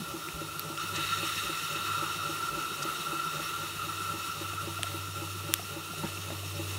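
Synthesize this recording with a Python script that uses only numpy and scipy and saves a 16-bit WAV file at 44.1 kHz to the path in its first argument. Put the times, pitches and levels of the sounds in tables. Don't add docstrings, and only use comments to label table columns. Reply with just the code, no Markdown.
import sys
import numpy as np
from scipy import signal
from scipy.fft import rfft, irfft, next_fast_len
from scipy.io import wavfile
from scipy.ndimage import uniform_filter1d

SR = 44100
rng = np.random.default_rng(int(sys.argv[2]) if len(sys.argv) > 2 else 0)


def decibels_to_gain(level_db):
    exponent = np.asarray(level_db, float) / 20
    return 10 ** exponent


def materialize(psi):
    bounded = np.clip(np.atleast_2d(psi).T, -1, 1)
    quanta = np.round(bounded * 32767).astype(np.int16)
    wavfile.write(sys.argv[1], SR, quanta)


N = 298998
TIME_S = np.arange(N) / SR

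# t/s, flow above idle/dB, chimney singing/dB
STEAM_FLOW = [(0.0, 0, 0), (0.77, 0, 1), (0.80, 8.5, 1), (0.93, 1, -0.5), (0.96, 13.5, 2.5),
              (1.02, 11.5, -6.5), (1.1, 12.5, -3.5), (1.5, 9.5, -4.5), (1.84, 8.5, 0.5), (1.88, 8.5, 3.5),
              (2.5, 5.5, 1), (3.6, 6, 1), (3.78, 5, -2.5), (3.9, 5, 1.5), (4.6, 3.5, 1), (4.72, 2.5, 0),
              (5.7, 1.5, -3), (6.78, 3.5, -8.5)]
# f/Hz, width/Hz, level/dB
CHIMNEY_LOW = [(1353, 61.6, 2.5), (1269, 100, -8.5), (1170, 37, -10.5), (963, 174, -22)]
# f/Hz, width/Hz, level/dB
CHIMNEY_HIGH = [(1892, 380, -5), (2597, 59, 4.5), (2723, 157, 2), (2948, 300, -4), (3750, 256, 1),
                (4330, 226, -6)]
# f/Hz, width/Hz, level/dB
FITTINGS = [
    [(5520, 410, 5.5), (6430, 370, 2), (7030, 330, 2), (8170, 550, 0), (8740, 370, -3.5)],
    [(9610, 1200, -2), (10970, 290, 3.5), (11800, 340, 0), (12900, 440, -2.5), (14000, 700, -7),
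     (15250, 710, -2)],
]
# f/Hz, density/dB per Hz
LEAK_COLOUR = [(710, -34), (1200, -8.5), (1380, -8), (1610, -31), (2680, -12), (4800, -18), (5590, -18.5),
               (16000, -23.5)]
# t/s, knock peak/dB, puff force/dB
CRANK_TURNS = [(0.139, -34.5, 0), (0.414, -36, -0.5), (0.699, -37, 1), (0.979, -37, 2), (1.229, -35.5, 0.5),
               (1.493, -35.5, -1), (1.756, -40, 0.5), (2.022, -35.5, 0), (2.292, -36, 0.5),
               (2.572, -36.5, 0.5), (2.85, -35, 0.5), (3.128, -35.5, -0.5), (3.394, -38.5, 3),
               (3.63, -42, -1.5), (3.872, -40.5, -0.5), (4.138, -38, 0.5), (4.411, -36.5, -1.5),
               (4.672, -35.5, 1.5), (4.942, -37, -1.5), (5.217, -37.5, 1), (5.49, -35.5, -0.5),
               (5.763, -36, -0.5), (6.037, -34.5, 1.5), (6.319, -36, -1.5), (6.593, -32.5, 0.5)]
# f/Hz, level/dB, t60/s
FRAME_MODES = [(329.2, 8.5, 0.14), (346, -0.5, 0.07), (460, -16, 0.028), (553, 2, 0.068), (260, 4.5, 0.044)]
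# crank angle/turns, length/turns, f/Hz, width/Hz, level/dB
PUFFS = [(0.9, 0.075, 152.5, 6.9, -46), (0.138, 0.052, 152, 7, -50.5), (0.558, 0.039, 162, 8.4, -46),
         (0.838, 0.039, 366, 54, -50), (0.512, 0.037, 341, 58, -48.5), (0.35, 0.2, 328, 12, -55),
         (0.93, 0.13, 574, 7.6, -51.5), (0.265, 0.056, 570, 7, -58), (0.017, 0.14, 825, 8.8, -56.5),
         (0.085, 0.058, 920, 20, -52.5), (0.92, 0.23, 432, 9.6, -57.5), (0.82, 0.04, 324, 28, -53),
         (0.3, 0.6, 152, 7, -56), (.53, 0.045, 230, 90, -62.5)]
# t/s, length/s, f/Hz, width/Hz, level/dB
SPITS = [(2.83, .006, 5500, 4700, -36.5), (2.85, .015, 14500, 300, -52), (3.35, .025, 14450, 300, -54),
         (3.34, .012, 6100, 2315, -47.5), (6.047, 0.008, 500, 900, -44), (6.056, .004, 5500, 500, -47),
         (6.06, .02, 1700, 1200, -46), (.962, .006, 5600, 2500, -40), (.01, 0.016, 180, 80, -38.5),
         (6.047, .01, 210, 120, -34), (4.538, .003, 2680, 500, -43), (6.176, 0.0035, 2670, 300, -38),
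         (6.306, 0.0019, 1500, 1500, -39)]
# t/s, peak/dB, ring f/Hz, bright ring/dB, bright f/Hz
TICKS = [
    (0.2862, -25, 2420, -15, 4970),
    (0.594, -14, 4430, 7, 11900),
    (0.7755, -21.5, 3260, -3, 5000),
    (4.8312, -9, 3200, -3, 8500),
    (5.5381, 0, 3310, -3.5, 6050),
]
# t/s, peak/dB, f/Hz
TAPS = [(2.194, -36, 700), (4.534, -35.5, 707), (4.793, -31, 680), (4.841, -31.5, 684), (5.404, -38, 966),
        (5.596, -30.5, 700), (5.623, -37, 780), (5.936, -34, 710), (6.0362, -30, 910), (6.05, -31, 820),
        (6.304, -29.5, 646), (6.433, -34.5, 660)]
# t/s, peak/dB
THUMPS = [
    (0.341, -37),
    (1.039, -46),
    (1.449, -43.5),
    (2.499, -44),
    (2.549, -46),
    (3.779, -50),
    (6.047, -50),
]
# t/s, level/dB
DRONE_LEVEL = [(0.0, -71), (0.25, -68), (0.5, -52), (0.75, -61), (1.0, -51.5), (1.38, -49), (1.62, -61),
               (1.92, -48.5), (2.6, -57), (3.15, -72), (3.57, -52), (4.12, -46), (4.28, -56), (4.45, -44),
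               (5.4, -41), (5.9, -53), (6.12, -43.5), (6.78, -37.5)]
# f/Hz, density/dB per Hz
GARDEN_COLOUR = [(15, -58), (25, -13), (70, -14), (240, -8.5), (380, 1), (520, -9.5), (1100, -7.5),
                 (2420, -63)]

ROAR_DB, UPPER_DB, LOWER_DB, TOP_DB = -44.5, -48.5, -52.5, -50
LOWER_DB_PER_DB, TOP_DB_PER_DB, TOP_LAG_S = 0.58, 0.31, 0.12
SNAP_DB, SNAP_DB_PER_DB = 11.5, 2.6
DRONE_HZ, SAG_HZ_PER_S, SAG_FROM_S = 100, 1.05, 2.8
GARDEN_DB = -52
MIX_TOP_HZ, MIC_BASS_HZ = 15760, 35


def noise(n=N):
    return rng.standard_normal(n)


def unit(x):
    return x / np.sqrt(np.mean(x ** 2))


def curves(table):
    t_s, *columns = np.transpose(table)
    return [np.interp(TIME_S, t_s, column) for column in columns]


def walk(rate_hz):
    hold = int(SR / rate_hz)
    steps = np.repeat(noise(N // hold + 1), hold)
    return uniform_filter1d(uniform_filter1d(steps, hold), hold)[:N]


def ring(x, hz, width_hz):
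    return signal.lfilter(*signal.iirpeak(hz, hz / width_hz, SR), x)


def coloured(table):
    hz, db = np.transpose(table)
    f = np.fft.rfftfreq(N, 1 / SR) + 1
    gain = decibels_to_gain(np.interp(np.log(f), np.log(hz), db))
    return unit(irfft(rfft(noise()) * gain, N))


def struck(modes, push_s):
    t = np.arange(SR // 4) / SR
    y = sum(decibels_to_gain(db) * np.sin(2 * np.pi * hz * t) * 1000 ** (-t / t60_s) for hz, db, t60_s in modes)
    y = y * (1 - np.exp(-t / push_s))
    return y / np.abs(y).max()


def add(out, t_s, sound):
    i = int(t_s * SR)
    out[i:i + len(sound)] += sound[:N - i]


def jet(modes, flicker_db):
    out = np.zeros(N)
    for hz, width_hz, db in modes:
        band = ring(ring(noise(), hz, width_hz), hz, 1.9 * width_hz)
        out += decibels_to_gain(db + flicker_db * walk(40)) * band
    return unit(out)


def steam():
    flow_db, singing_db = curves(STEAM_FLOW)
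    late_flow_db = np.interp(TIME_S - TOP_LAG_S / 2, TIME_S, flow_db)
    late_flow_db = uniform_filter1d(late_flow_db, int(TOP_LAG_S * SR))
    lower_db = LOWER_DB + LOWER_DB_PER_DB * flow_db
    top_db = TOP_DB + TOP_DB_PER_DB * late_flow_db

    roar = decibels_to_gain(ROAR_DB + flow_db + singing_db) * jet(CHIMNEY_LOW, flicker_db=3.0)
    upper = decibels_to_gain(UPPER_DB + flow_db) * jet(CHIMNEY_HIGH, flicker_db=1.5)
    lower_fittings = decibels_to_gain(lower_db) * jet(FITTINGS[0], flicker_db=2.5)
    top_fittings = decibels_to_gain(top_db - 2.5) * jet(FITTINGS[1], flicker_db=1.5)
    leak = decibels_to_gain(top_db + 4.5) * coloured(LEAK_COLOUR)
    gusts = decibels_to_gain(0.51 * walk(12) + 0.73 * walk(45))
    return roar + gusts * (upper + lower_fittings + top_fittings + leak)


def knocks():
    out = np.zeros(N)
    for t_s, knock_db, _ in CRANK_TURNS:
        wobble = noise(len(FRAME_MODES))
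        modes = [(hz * (1 + 0.0047 * w), db + 1.4 * w, t60_s)
                 for (hz, db, t60_s), w in zip(FRAME_MODES, wobble)]
        add(out, t_s, -decibels_to_gain(knock_db + 4.0) * struck(modes, 0.003))
    return out


def hum(hz, width_hz):
    z = signal.hilbert(ring(noise(), hz, width_hz), next_fast_len(N))[:N]
    return unit(z.real / (np.abs(z) + 1e-9) ** 0.7)


def puffs():
    out = np.zeros(N)
    t_s, _, puff_db = np.transpose(CRANK_TURNS)
    turn_s = np.r_[2 * t_s[0] - t_s[1], t_s, 2 * t_s[-1] - t_s[-2]]
    turns = np.interp(TIME_S, turn_s, np.arange(len(turn_s)))
    force_db = np.interp(TIME_S, t_s, puff_db)
    hums = {}
    for angle, length, hz, width_hz, db in PUFFS:
        part = round(hz, -1)
        if part not in hums:
            hums[part] = hum(hz, width_hz)
        off_centre = (turns - angle + 0.5) % 1 - 0.5
        gate = np.exp(-0.5 * (off_centre / length) ** 2)
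        out += decibels_to_gain(db + force_db) * gate * hums[part]
    return out


def spits():
    out = np.zeros(N)
    t = np.arange(-SR // 8, SR // 8) / SR
    for t_s, length_s, hz, width_hz, db in SPITS:
        grain = unit(ring(ring(noise(len(t)), hz, width_hz), hz, width_hz))
        burst = decibels_to_gain(db) * grain * np.exp(-0.5 * (t / length_s) ** 2)
        before_start = max(int((1 / 8 - t_s) * SR), 0)
        add(out, max(t_s - 1 / 8, 0), burst[before_start:])
    return out


def ticks(rows):
    out = np.zeros(N)
    for t_s, db, hz, bright_db, bright_hz in rows:
        snap_db = SNAP_DB + SNAP_DB_PER_DB * db
        body = [(hz, 0, 0.005), (0.6 * hz, -8, 0.004), (0.86 * hz, -2, 0.004)]
        bright = [(bright_hz, bright_db + 1.5, 0.003), (1.1 * bright_hz, bright_db + 0.1, 0.003)]
        snap = [(8000, snap_db, 0.0012), (9800, snap_db, 0.0015), (13000, snap_db + 4, 0.001)]
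        tick = struck(body + bright + snap, 0.000083)
        add(out, t_s + 0.001, decibels_to_gain(db - 0.5) * tick)
        add(out, t_s + 0.0027, decibels_to_gain(db - 17) * tick)
    return signal.sosfilt(signal.butter(4, [900, 15000], "band", fs=SR, output="sos"), out)


def taps():
    out = np.zeros(N)
    for t_s, db, hz in TAPS:
        modes = [(hz, 0, 0.03), (1.55 * hz, -3, 0.012), (3.0 * hz, -8, 0.008),
                 (0.635 * hz, -4, 0.02), (0.23 * hz, -8, 0.04)]
        add(out, t_s, decibels_to_gain(db + 2.5) * struck(modes, 0.0001))
    return out


def thumps():
    out = np.zeros(N)
    for t_s, db in THUMPS:
        modes = [(62, 10, 0.15), (38, -9, 0.15), (170, 10, 0.051)]
        add(out, t_s, decibels_to_gain(db + 1.0) * struck(modes, 0.0033))
    return out


def drone():
    level_db, = curves(DRONE_LEVEL)
    hz = DRONE_HZ - SAG_HZ_PER_S * np.maximum(TIME_S - SAG_FROM_S, 0) + 0.59 * walk(4.01)
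    tone = np.sqrt(2) * np.sin(2 * np.pi * np.cumsum(hz) / SR)
    fading_db = 4.1 * walk(12) * np.clip(SAG_FROM_S + 1 - TIME_S, 0.15, 1)
    rumble = decibels_to_gain(-60.0) * unit(ring(noise(), 79.0, 8.5))
    return decibels_to_gain(level_db + fading_db) * tone + rumble


def garden():
    return decibels_to_gain(GARDEN_DB + 2.2 * walk(3.13)) * coloured(GARDEN_COLOUR)


def scene():
    drops = np.array(TICKS)
    loud = drops[:, 1] > -6
    engine = steam() + knocks() + puffs() + spits()
    around = ticks(drops[~loud]) + taps() + thumps() + drone() + garden()
    f = np.fft.rfftfreq(N, 1 / SR)
    response = (f < MIX_TOP_HZ) * f ** 2 / (f ** 2 + MIC_BASS_HZ ** 2)
    mono = irfft(rfft(engine + around) * response, N) + ticks(drops[loud])
    return np.array([mono, mono])


def band_limit(x):
    return signal.sosfilt(signal.butter(12, 16970, fs=SR, output="sos"), x)


def record(dry):
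    return band_limit(dry)


dry = scene()
out = record(dry)
materialize(out)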